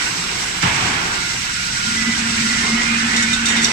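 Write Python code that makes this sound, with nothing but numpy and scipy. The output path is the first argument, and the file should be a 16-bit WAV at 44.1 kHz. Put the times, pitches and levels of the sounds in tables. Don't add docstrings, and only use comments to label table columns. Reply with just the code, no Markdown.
import sys
import numpy as np
from scipy import signal
from scipy.fft import rfft, irfft
from scipy.io import wavfile

SR = 44100
rng = np.random.default_rng(int(sys.argv[2]) if len(sys.argv) > 2 else 0)


def inscribe(sig):
    pcm = np.round(np.clip(np.atleast_2d(sig).T, -1, 1) * 32767)
    wavfile.write(sys.argv[1], SR, pcm.astype(np.int16))


N = 164052

# (pitch [Hz], density [dB per Hz])
HISS_COLOUR = [(2800, -4), (3300, -8), (3680, -3.5), (4790, -5.5), (5820, -2), (6730, -7.5), (7800, -2),
               (8400, -10), (9600, -14.5)]
# (time [s], rattle level [dB], low roar level [dB])
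WORK_LEVELS = [(0, -22, -38), (.12, -27.5, -37.5), (1.2, -26.5, -39), (1.55, -27.5, -44.5),
               (1.85, -26.5, -43), (2.08, -24, -38.5), (2.6, -24.5, -40.5), (2.66, -24.5, -33.5),
               (2.85, -22, -39.5), (3.25, -23, -36.5), (3.41, -25.5, -40), (3.5, -20, -35.5),
               (3.72, -23, -36)]


def amp(db):
    return 10 ** (np.asarray(db) / 20)


def rms_one(x):
    return x / np.sqrt(np.mean(x ** 2) + 1e-20)


def seconds():
    return np.arange(N) / SR


def in_time(rows):
    times, *columns = np.transpose(rows)
    return [np.interp(seconds(), times, column) for column in columns]


def at_hz(points, hz):
    pitches, values = np.array(points).T
    return np.interp(np.log(hz), np.log(pitches), values)


def drift(rate_hz):
    step = 40
    r = np.exp(-2 * np.pi * rate_hz * step / SR)
    noise = rng.standard_normal(N // step + 2002)
    slow = signal.lfilter([1], [1, -2 * r, r * r], noise)[2000:]
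    return np.interp(np.arange(N) / step, np.arange(len(slow)), rms_one(slow))


def resonance(x, hz, width_hz):
    r = np.exp(-np.pi * width_hz / SR)
    poles = [1, -2 * r * np.cos(2 * np.pi * hz / SR), r * r]
    return signal.lfilter([(1 - r * r) / 2, 0, (r * r - 1) / 2], poles, x + 1e-18)


def coloured(x, spectrum):
    hz = np.maximum(np.fft.rfftfreq(N, 1 / SR), 1)
    above_low_end = 1 / (1 + (spectrum[0][0] / hz) ** 12)
    below_high_end = 1 / (1 + (hz / spectrum[-1][0]) ** 12)
    return irfft(rfft(x) * amp(at_hz(spectrum, hz)) * above_low_end * below_high_end, N)


def banded_noise(spectrum, flicker_db, shape=lambda hz: 1):
    # (pitch [Hz], left-right likeness [-1 to 1])
    likeness = [(60, .999), (160, .97), (270, 0.9), (440, 0.2), (600, 0.32), (1200, 0.06), (2000, 0.25)]
    edges = 20 * 2 ** np.arange(0, 10, .5)
    edges = edges[(edges > spectrum[0][0] / np.sqrt(3)) & (edges < spectrum[-1][0] * np.sqrt(3))]
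    white = coloured(rng.standard_normal((2, 2, N)), spectrum)
    shared_drift = drift(12.8)
    out, power = 0, 0
    for k, (low, high) in enumerate(zip(edges, edges[1:])):
        band_pass = signal.butter(2, [low, high], "band", fs=SR, output="sos")
        mid, side = signal.sosfilt(band_pass, white[k % 2])
        hz = np.sqrt(low * high)
        alike = np.clip(at_hz(likeness, hz), -1, 1)
        stereo = np.sqrt(1 + alike) * mid + np.sqrt(1 - alike) * side * [[1], [-1]]
        flicker = np.tanh(shared_drift / 2 + drift(14.0) / 2) * 2
        band = amp(flicker_db * flicker) * stereo
        out = out + band * shape(hz)
        power = power + np.mean(band ** 2)
    return out / np.sqrt(power)


def motor():
    # (pitch [Hz], level [dB] about which each wavers)
    motor_lines = [(50, -47), (120, -45), (175, -43)]
    out = 0
    for hz, db in motor_lines:
        level = amp(db + 1.0 * drift(3.2))
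        out = out + level * np.sqrt(2) * np.sin(2 * np.pi * hz * seconds())
    return out


def rumble():
    # (pitch [Hz], density [dB per Hz])
    rumble_colour = [(22, 5), (36, -18), (50, -4.5), (75, -5), (134, -3), (183, -2), (230, -4), (320, -7.5)]
    # (time [s], level [dB])
    rumble_level = [(0, -37.5), (1.6, -37), (2.2, -33), (3.72, -36)]
    return amp(in_time(rumble_level)[0] + 2.0) * banded_noise(rumble_colour, flicker_db=1.04)


def air():
    # (pitch [Hz], density [dB per Hz])
    air_colour = [(9600, -20), (11000, 0.5), (12000, -8), (16000, -7)]
    # (time [s], level [dB])
    air_level = [(0, -46.5), (3.72, -53)]
    noise = rms_one(coloured(rng.standard_normal((2, N)), air_colour))
    return amp(in_time(air_level)[0] + 1.2 * drift(7.0)) * noise


def hiss():
    # (time [s], level [dB])
    hiss_level = [(0, -24.5), (1.3, -25), (1.9, -23.5), (2.5, -22), (3.1, -24), (3.43, -24.5), (3.72, -24)]
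    return amp(in_time(hiss_level)[0]) * banded_noise(HISS_COLOUR, flicker_db=1.22)


def roar():
    # (pitch [Hz], density [dB per Hz])
    roar_colour = [(260, -4.5), (390, -5.5), (590, -14.5), (950, -4), (1250, -3.5)]
    _, roar_db = in_time(WORK_LEVELS)
    return amp(roar_db + 6) * banded_noise(roar_colour, flicker_db=2.0)


def hum():
    # (time [s], level [dB])
    hum_level = [(1.75, -64), (1.86, -34), (1.97, -28.5), (2.04, -30), (2.09, -19), (2.13, -28),
                 (2.38, -25.5), (2.71, -29), (2.75, -17), (2.79, -33), (2.97, -23), (3.02, -30),
                 (3.06, -21.5), (3.16, -26.5), (3.27, -23.5), (3.35, -29), (3.6, -24.5), (3.72, -29)]
    full_hz, start_hz, start_s, run_up_s = 230, 201.8, 1.8, 0.0996
    rough_db, rough_hz, rough_width_hz = -5, 226, 50
    t = seconds()
    hz = full_hz - (full_hz - start_hz) * np.exp(-np.maximum(t - start_s, 0) / run_up_s)
    tone = np.sqrt(2) * np.sin(2 * np.pi * np.cumsum(hz) / SR)
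    rough = resonance(rng.standard_normal(N), rough_hz, rough_width_hz)
    rough = rms_one(resonance(rough, rough_hz, rough_width_hz))
    sounding = t > hum_level[0][0]
    return amp(in_time(hum_level)[0]) * (tone + amp(rough_db) * rough) * sounding


def singing():
    # (start time [s], length [s], level [dB] at full swell)
    songs = [(0, 0.1, -29), (0, 0.67, -39), (.85, 0.323, -32), (0.95, 0.392, -30.5), (1.1, 0.29, -34.5),
             (1.382, 0.76, -30.5), (2.15, 0.2, -35.5), (1.93, 0.23, -25.5), (2.2, 0.53, -31.5),
             (1.86, 0.1, -28), (2.351, 0.38, -32.5), (2.4, 0.57, -28.5), (2.429, 0.18, -28),
             (2.549, 0.69, -34), (2.72, .12, -29), (2.76, 0.3, -32.5), (2.76, 0.091, -24.5),
             (2.85, 0.54, -31), (2.852, 0.14, -28.5), (3.08, 0.19, -26), (3.08, 0.29, -27),
             (3.05, 0.25, -28), (3.05, 0.46, -28), (3.24, 0.11, -28), (3.481, 0.17, -27), (3.55, 0.18, -30),
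             (3.5, 0.22, -32)]
    song_pitches = [1492, 7715, 1550, 1425, 2060, 1428, 1990, 2004, 1403, 1420, 1812, 2107, 1975, 1243,
                    2205, 2045, 1925, 1765, 2415, 1915, 2030, 2195, 1495, 2425, 1910, 2035, 2180]
    width_hz, rough_db, sag_hz_per_s = 26, -1.5, 35
    peak_at = 0.55
    r = np.exp(-np.pi * width_hz / SR)
    out, t = np.zeros((2, N)), seconds()
    for hz, (start, length, db) in zip(song_pitches, songs):
        part = slice(int(start * SR), min(int((start + length) * SR), N))
        u = (t[part] - start) / length
        ramp = np.minimum(u / peak_at, (1 - u) / (1 - peak_at))
        swell = np.sin(np.pi / 2 * np.clip(ramp * 2, 0, 1))
        slow = signal.lfilter([1], [1, -2 * r, r * r], rng.standard_normal((2, 2, SR)))
        in_phase, across = rms_one(slow)[..., -len(u):]
        phase = 2 * np.pi * np.cumsum(hz - sag_hz_per_s * length * (u - .5)) / SR
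        rough = in_phase * np.sin(phase) + across * np.cos(phase)
        tone = np.sqrt(2) * np.sin(phase) + amp(rough_db) * rough
        out[:, part] += amp(db) * swell * rms_one(tone)
    return out


def clanks():
    # (time [s], chatter decay [s], low, middle and high mode drive [dB])
    blows = [(3.161, 0.02, -26.5, -26.5, -26.5), (3.222, 0.015, -31, -28, -26.5),
             (3.329, 0.0094, -22.5, -34, -23.5), (3.454, 0.032, -26, -26.5, -26),
             (3.484, 0.051, -31.5, -31, -29), (3.563, 0.02, -27, -30, -34), (3.615, 0.012, -36, -30, -29.5),
             (3.632, .01, -24.5, -32, -23), (3.643, 0.0067, -20, -15, -21.5)]
    # (pitch [Hz], width [Hz], relative level [dB])
    steel_modes = [
        [(3660, 110, 0), (3815, 90, -5)],
        [(4700, 600, -5), (5680, 400, 0)],
        [(6830, 330, 0), (7470, 280, -3), (7900, 280, -3)],
    ]
    crack_db, hall_db, hall_t60_s = 1, -12, 0.6
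    detune, attack_s = .006, .001
    crack_hz, crack_width_hz = 5100, 3400
    out, t = np.zeros((2, N)), seconds()
    for start, length, *group_db in blows:
        first = int(start * SR)
        part = slice(first, min(first + SR // 2, N))
        age = t[part] - start
        chatter = np.exp(-age / max(length, .002))
        hall = amp(hall_db - 60 * age / hall_t60_s) * (1 - np.exp(-age / 0.0019))
        burst = rng.standard_normal((2, SR // 2))[:, :len(age)]
        burst = burst * (chatter + hall) * np.minimum(age / attack_s, 1)
        crack = resonance(resonance(burst, crack_hz, crack_width_hz), crack_hz, crack_width_hz)
        out[:, part] += amp(crack_db + np.mean(group_db)) * crack
        for db, modes in zip(group_db, steel_modes):
            for hz, width_hz, level_db in modes:
                hz = hz * (1 + detune * rng.standard_normal())
                ring = resonance(resonance(burst, hz, width_hz), hz, 3 * width_hz)
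                out[:, part] += amp(db + level_db) * ring * np.sqrt(SR / width_hz)
    return out


def rattle():
    # (pitch [Hz], density [dB per Hz])
    rattle_colour = [(750, -36), (1150, -9), (1440, 2.5), (1780, -1), (2100, 2), (2700, -0.5), (3500, -4.5)]
    ticks_per_s, mode_q, spread_db = 900, 88, 2
    ticks_db, smooth_db = -4, -3
    heights = amp(spread_db * np.minimum(rng.exponential(1, (2, N)), 5))
    ticks = heights * rng.choice([-1, 1], (2, N))
    ticks = ticks * (rng.random((2, N)) < ticks_per_s / SR)
    pitches = np.geomspace(800, 3400, num=24)
    mode_hit = rng.integers(0, 24, (2, N))
    rings = sum(resonance(ticks * (mode_hit == k), hz, hz / mode_q) for k, hz in enumerate(pitches))
    ringing = amp(ticks_db) * rms_one(coloured(rings, rattle_colour))
    smooth = amp(smooth_db) * banded_noise(rattle_colour, flicker_db=1.2)
    rattle_db, _ = in_time(WORK_LEVELS)
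    return amp(rattle_db + 2.0) * (ringing + smooth)


def slam():
    # (pitch [Hz], density [dB per Hz])
    slam_colour = [(45, -4), (121, 4.5), (377, -10), (554, -16), (933, -3), (1400, -4), (2160, -3.5),
                   (3300, -8.5), (5000, -24.5)]
    # (time [s], relative level [dB])
    slam_blows = [(0.623, 2), (.745, -4.5), (.8, -5.5), (.86, -7)]
    # (pitch [Hz], time to fall by 60 dB [s])
    hall_t60 = [(50, 0.4), (200, 0.9), (600, 1.8), (1500, 1.12), (3000, 0.92), (8000, 0.37)]
    body_db, crack_db, crack_decay_s = -14, -20, 0.022
    attack_s, attack_cycles = 0.0046, 2.5
    ages = [(np.maximum(seconds() - start, 0), db) for start, db in slam_blows]

    def ring_on(hz):
        power = 0
        for age, db in ages:
            attack = np.minimum(age / (attack_s + attack_cycles / hz), 1)
            decay = amp(db - 60 * age / at_hz(hall_t60, hz))
            power = power + (attack * decay) ** 2
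        return np.sqrt(power)

    body = banded_noise(slam_colour, flicker_db=1.5, shape=ring_on)
    first_age = ages[0][0]
    crack = rms_one(coloured(rng.standard_normal((2, N)), HISS_COLOUR))
    crack = crack * (first_age > 0) * np.exp(-first_age / crack_decay_s)
    return amp(body_db) * body + amp(crack_db) * crack


def scene():
    background = motor() + rumble() + air() + hiss() + roar()
    return background + hum() + singing() + clanks() + rattle() + slam()


def record(dry):
    # (pitch [Hz], left minus right level [dB])
    port_difference = [(270, 0.5), (440, -2.5), (730, 8), (1120, -1.5), (1610, -5.5), (3350, -7.5),
                       (5300, -9.5), (6500, 0), (8000, 7), (9700, 0)]
    lag_s, lag_hz = .00045, 400
    cutoff_hz = 15100
    hz = np.maximum(np.fft.rfftfreq(N, 1 / SR), 1)
    half_db = at_hz(port_difference, hz) / 2
    late = np.exp(-2j * np.pi * hz * lag_s / (1 + (lag_hz / hz) ** 2))
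    ports = irfft(rfft(dry) * amp([half_db, -half_db]) * [late ** 0, late], N)
    rounded = np.tanh(ports * .8) / .8
    return signal.sosfilt(signal.ellip(14, .5, 80, cutoff_hz, fs=SR, output="sos"), rounded)


dry = scene()
out = record(dry)
inscribe(out)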